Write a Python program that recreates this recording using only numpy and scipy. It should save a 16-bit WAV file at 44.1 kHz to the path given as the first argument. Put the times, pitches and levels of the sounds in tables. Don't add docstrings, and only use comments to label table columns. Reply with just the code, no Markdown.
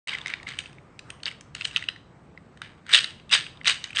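import sys
import numpy as np
from scipy import signal
from scipy.io import wavfile
from scipy.ndimage import uniform_filter1d

SR = 44100
rng = np.random.default_rng(int(sys.argv[2]) if len(sys.argv) > 2 else 0)


def generate_wav(sig):
    pcm = np.round(np.clip(np.atleast_2d(sig).T, -1, 1) * 32767).astype(np.int16)
    wavfile.write(sys.argv[1], SR, pcm)


N = 176400

# frequency in Hz, relative density in dB per Hz.
HUM_TONE = [(15, -66.5), (25, -20), (141, -5.5), (284, -11.5), (425, -15.5), (1100, -23), (1820, -30.5),
            (5910, -46), (7980, -41), (10000, -76), (13000, -101)]
# centre in Hz, half-width in Hz (to 1/e of the boost), boost in dB.
HUM_DRONES = [(86, 9.5, 4.5), (139.5, 16, 4.5)]
# time in seconds, level in dB.
RUB_LEVEL = [(.07, -50), (.85, -62.5), (1.02, -61), (1.1, -52), (1.2, -59.5), (1.4, -70), (1.75, -52.5),
             (2, -65.5), (4, -60.5)]
# frequency in Hz, relative density in dB per Hz.
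RUB_COLOUR = [(400, -16), (1200, -6), (2200, -14), (4000, -30)]
# frequency in Hz, time to fall 60 dB in seconds.
ROOM_DECAY = [(1500, 0.38), (3500, 0.41), (8000, 0.36)]
# frequency in Hz, level in dB.
CASE_MODES = [(470, -14), (1150, -12.5), (1400, -7.5), (1680, -2.5), (2000, -2.5), (2300, -3), (2670, -1),
              (2940, 1.5), (3300, -6.5), (3620, -13), (3760, -1), (4300, -8), (4850, -8.5)]
# frequency in Hz, level in dB.
BALL_MODES = [(5300, -9.5), (6150, -2.5), (6600, -1.5), (7800, -2), (8200, -2.5), (8600, -2)]
# loudest moment in seconds, level in dB, build-up in dB per s,
# settling in dB per s, treble in dB and lower case modes in dB (both against the level, before their trims).
TUMBLES = [(0.087, -34.5, 2000, 178.5, -6, 3.5), (0.138, -51, 291, 300.5, -12, 12.5),
           (.30, -43, 297, 240.5, -8, 9.5), (0.48, -37.5, 1497.5, 205.5, -2.5, 6),
           (0.588, -47, 1512, 177.5, 4, 7), (1.266, -35, 1509, 339, -2, 5.5),
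           (1.558, -46, 1996.5, 92, -5, 2), (1.66, -46, 312.5, 307, 8.5, -16),
           (1.77, -45, 199.5, 197.5, -4, 5), (2.626, -50, 804.5, 155.5, -5, 8.5),
           (2.9, -40.5, 698.5, 215, -1, 12), (2.945, -15, 899, 275.5, -1, -3.5),
           (3.328, -16.5, 1302, 293, -2.5, 1), (3.687, -20, 644, 335.5, 0.5, 0.5),
           (3.848, -47, 1490, 217, -2, 5.5), (3.963, -34.5, 698.5, 304.5, -4, 5),
           (3.998, -21, 906, 296, 3, 4)]
# main contact in seconds, level in dB, pitch of the struck panel in Hz,
# treble in dB against the level (before its trim), build-up in ms (growth by e^1.5; at least 0.3 ms is used).
BALL_CLICKS = [(0.0741, -28.5, 2180, -4, 0.79), (0.083, -26, 2700, -4, 2.5),
               (0.0936, -22.5, 2770, -12, 0.96), (0.1337, -23.5, 2160, -21, 3.1),
               (0.137, -24.5, 3220, -14, 1.5), (0.151, -22, 2030, -15.5, 4.5),
               (0.1853, -30.5, 2800, -6.5, 0.59), (0.2152, -33.5, 3600, -7, 3.5),
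               (0.2606, -21, 2080, -14, 0.18), (0.2714, -34.5, 2110, 4.5, 4.6), (0.2807, -32, 2180, 3, 1.9),
               (0.3008, -27, 2270, -11, 2.2), (0.338, -17.5, 2310, -18.5, 0.33),
               (0.4008, -36.5, 2220, -43, 1.6), (0.4306, -37.5, 1860, -2, 2.1),
               (0.4709, -28, 2120, -20, 3.8), (0.4886, -33, 2100, 1, 4.1), (0.519, -31.5, 2070, -15, 0.97),
               (0.589, -21, 3020, -1, 1.2), (0.6046, -33.5, 2900, -4, 1.1), (0.659, -31.5, 2660, -31, 0.7),
               (0.73, -49.5, 2550, 2, 1), (0.7848, -40.5, 2210, -49, 0.42), (0.9922, -33, 2500, 1.5, 0.25),
               (1.1032, -30, 2570, 2, 0.78), (1.203, -47.5, 2800, -17, 1), (1.2333, -30.5, 4370, 0.5, 1.5),
               (1.2572, -17, 4500, -39, 0.44), (1.2647, -27.5, 2740, -21, 1.5),
               (1.2815, -22.5, 2810, -19, 2.8), (1.314, -34.5, 2250, -9.5, 1.5),
               (1.4097, -44, 3070, 14, 0.92), (1.5505, -27.5, 2800, 3.5, 1.5), (1.611, -21.5, 2650, -17, 1),
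               (1.6202, -27, 2690, -13.5, 1.5), (1.6527, -19, 3050, -0.5, 6.6),
               (1.654, -24.5, 4120, -30, 6.1), (1.712, -33, 2730, -13, 1.6), (1.7625, -9, 3005, -18, 0.5),
               (1.77, -19.5, 3010, -6, 1.6), (1.779, -22.5, 2950, -43, 1.4), (1.8253, -26, 1940, -14, 0.29),
               (1.84, -30, 2730, -16, 1.1), (1.8879, -14.5, 2910, -20, 1.7), (1.9, -34, 3000, -21.5, 1),
               (1.962, -38, 1910, -16, 0.89), (2.3766, -35.5, 2040, -37, 1.2),
               (2.574, -47.5, 1740, -2, 2.3), (2.618, -25, 1566, -9, 0.43), (2.866, -38, 1560, -6, 0.64),
               (2.8919, -35.5, 2100, 0, 1.4), (2.9329, -13, 3650, -3, 1.6), (2.9372, -5.5, 3680, -8, 1.5),
               (2.9461, -4, 3700, -16.5, 0.81), (2.9514, -11.5, 2930, -10, 0.58),
               (2.9543, -11.5, 3450, -1, 0.73), (2.963, -11.5, 3560, -18, 0.66),
               (2.9791, -16.5, 3110, -5, 1.4), (3.0439, -19, 3800, -7.5, 1.3),
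               (3.199, -43.5, 2800, -15, 1.2), (3.2943, -39.5, 3700, -2.5, 0.71),
               (3.3035, -31.5, 2730, -24.5, 2.5), (3.3248, -21.5, 3120, 0, 2.4),
               (3.3369, -4.5, 3740, -19, 1.3), (3.344, -16, 2870, 3.5, 0.49), (3.3504, -13, 2980, -8, 1.3),
               (3.466, -27, 2830, -22, 0.22), (3.5732, -42.5, 3640, -15, 1), (3.614, -32.5, 2070, -35, 1.1),
               (3.6462, -27, 2850, -12, 0.6), (3.657, -19.5, 2320, -8.5, 0.32),
               (3.667, -15, 3740, -17, 0.63), (3.6737, -10, 3000, -2.5, 1.6),
               (3.6796, -11, 3930, -6.5, 0.45), (3.6966, -17, 3670, 0.5, 1.7), (3.708, -20, 3880, -16, 0.8),
               (3.7173, -22, 3750, -14, 1.2), (3.8413, -24, 3880, 0, 0.64), (3.9062, -31, 2430, -12.5, 1.4),
               (3.931, -33.5, 2550, -10, 1.4), (3.9608, -33.5, 2760, 11, 8.6),
               (3.971, -12.5, 3170, -25, 0.27)]

HUM_DB = -52
ROOM_DB, CLICK_ROOM_DB, PANEL_ROOM_DB = -14, 0.5, -12
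PANEL_T60, CASE_T60, BALL_T60 = .010, .013, .008
MODE_SCATTER_DB, MODE_SCATTER_SHARE = 2.5, 0.031
THIN_HZ = 710
TAPS_PER_S, TAP_SPREAD_DB = 970, 3
THINNING = .7
LOWER_DB, RATTLE_TREBLE_DB = -5.5, -10.5
CASE_DB, TICK_DB, CRACK_DB = -2.5, -1.5, -9
CASE_PER_TREBLE = 0.33
CHATTER_S, CRACK_CYCLES = .0018, .8
START_S = .0715
NOTCH_HZ, NOTCH_WIDTH_HZ, NOTCH_SHARE = 7200, 550, .8
EDGE_HZ = 9150


def gain_of(db):
    return 10 ** (np.asarray(db) / 20)


def evened(x):
    return x / np.sqrt(np.mean(x ** 2) + 1e-20)


def read(points, hz):
    f, value = np.transpose(points)
    return np.interp(np.log(hz + 1), np.log(f + 1), value)


def add(mix, s, sound):
    part = mix[round(s * SR):][:len(sound)]
    part += sound[:len(part)]


def noise(shape_db, patchy_db):
    real, imaginary, patches = rng.standard_normal((N // 512 + 5, 1025, 3)).T
    patches = uniform_filter1d(patches, size=24, axis=0)
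    patches = evened(uniform_filter1d(patches, size=8, axis=1))
    colour_db = shape_db(np.fft.rfftfreq(2048, 1 / SR))[:, None]
    spectra = (real + 1j * imaginary) * gain_of(colour_db + patchy_db * patches)
    return evened(signal.istft(spectra, nperseg=2048, noverlap=1536)[1][:N])


def hum():
    def colour(hz):
        drones = sum(db * np.exp(-((hz - f) / width) ** 2) for f, width, db in HUM_DRONES)
        return read(HUM_TONE, hz) + drones
    return gain_of(HUM_DB) * noise(colour, patchy_db=1.2)


def rub():
    level_db = np.interp(np.arange(N) / SR, *np.transpose(RUB_LEVEL))
    return gain_of(level_db) * noise(lambda hz: read(RUB_COLOUR, hz), patchy_db=2.5)


def room(x):
    out = np.zeros(N)
    turn = 2 * np.pi * 60 * np.arange(N) / SR
    for k in range(3):
        taps, at = np.zeros(SR // 2), np.arange(200, SR // 2 - 20, 20)
        taps[at + rng.integers(0, 20, len(at))] = rng.choice([-1., 1.], len(at))
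        hz, t, spectra = signal.stft(taps, SR, nperseg=256)
        fade = gain_of(-60 * t / read(ROOM_DECAY, hz)[:, None])
        tail = signal.istft(spectra * fade, SR, nperseg=256)[1]
        share = x * np.cos(turn + k * np.pi / 3)
        out += signal.fftconvolve(share, tail / np.linalg.norm(tail))[:N]
    return out


def ring(modes, t60, chance):
    t = np.arange(1400) / SR
    hz, db = np.transpose(modes)[:, :, None]
    c = chance[:len(modes), None]
    decay = gain_of(db + MODE_SCATTER_DB * c - 60 * t / t60)
    waves = decay * np.sin(2 * np.pi * hz * (1 + MODE_SCATTER_SHARE * c[::-1]) * t)
    signs = (-1) ** np.arange(len(modes))[:, None]
    return (waves * signs).sum(0)


def rattles():
    t, swells = np.arange(N) / SR, np.zeros((3, N))
    busy = np.full(N, .04)
    for s, db, rise_db, fall_db, treble_db, lower_db in TUMBLES:
        swell = db + np.minimum(rise_db * (t - s), fall_db * (s - t))
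        swells += gain_of(swell + np.array([[lower_db + LOWER_DB], [0], [treble_db + RATTLE_TREBLE_DB]]))
        building = (t < s) & (swell > db - 40)
        busy = np.maximum(busy, gain_of(THINNING * (swell - db)) + .2 * building)
    force = gain_of(TAP_SPREAD_DB * np.minimum(rng.exponential(1, N), 3))
    hit = rng.random(N) < busy * TAPS_PER_S / SR
    taps = force * hit / np.sqrt(busy)
    spot, chance = rng.integers(0, 16, N), rng.standard_normal((16, 32))
    parts = []
    for modes, t60, at in ((CASE_MODES[:6], CASE_T60, 0), (CASE_MODES[6:], CASE_T60, 6),
                           (BALL_MODES, BALL_T60, 16)):
        part = sum(signal.oaconvolve(taps * (spot == k), ring(modes, t60, c[at:]))[:N]
                   for k, c in enumerate(chance))
        parts.append(evened(part))
    return (swells * parts).sum(0)


def clicks():
    body, panels = np.zeros(N), np.zeros(N)
    chance = rng.standard_normal((len(BALL_CLICKS), 1032))
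    t = (np.arange(1000) - 400) / SR
    after = np.maximum(t, 0)
    for (s, db, hz, treble_db, rise_ms), c in zip(BALL_CLICKS, chance):
        rise = np.exp(np.minimum(t, 0) * 1500 / max(rise_ms, .3))
        chatter = c[32:] * rise * np.exp(-after / CHATTER_S)
        chatter[400] = np.linalg.norm(chatter) * 1.6
        case = np.convolve(chatter, ring(CASE_MODES, CASE_T60, c))
        tick = np.convolve(chatter, ring(BALL_MODES, BALL_T60, c[16:]))
        sound = gain_of(CASE_DB + CASE_PER_TREBLE * (treble_db + 18.0)) * case / abs(case).max()
        sound += gain_of(treble_db + TICK_DB) * tick / abs(tick).max()
        first_mode = np.sin(2 * np.pi * hz * t)
        second_mode = .4 * np.sin(2 * np.pi * hz * (1 + c[31] / 6) * t)
        sound[:1000] += gain_of(CRACK_DB) * np.exp(-abs(t) * hz / CRACK_CYCLES) * first_mode
        panel = gain_of(db - 60 * after / PANEL_T60) * rise * (first_mode + second_mode)
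        add(body, s + t[0], gain_of(db) * sound)
        add(panels, s + t[0], panel)
    return body, panels


def scene():
    thin = signal.butter(3, THIN_HZ, "high", fs=SR, output="sos")
    body, panels, many = signal.sosfilt(thin, [*clicks(), rattles()])
    sent = gain_of(CLICK_ROOM_DB) * body + gain_of(PANEL_ROOM_DB) * panels + many
    echo = gain_of(ROOM_DB) * room(sent)
    return (body + panels + many + echo + rub() + hum())[None]


def record(dry):
    x = dry * np.clip((np.arange(N) / SR - START_S) / 0.00056, 0, 1)
    bent = np.sign(x) * (.6 + .22 * np.tanh((abs(x) - .6) / .22))
    held = np.where(abs(x) > .6, bent, x)
    notched = signal.lfilter(*signal.iirnotch(NOTCH_HZ, NOTCH_HZ / NOTCH_WIDTH_HZ, SR), held)
    dipped = held + NOTCH_SHARE * (notched - held)
    band = signal.firwin(301, EDGE_HZ, window=("kaiser", 7), fs=SR)
    return signal.oaconvolve(dipped, band[None], "same")


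dry = scene()
out = record(dry)
generate_wav(out)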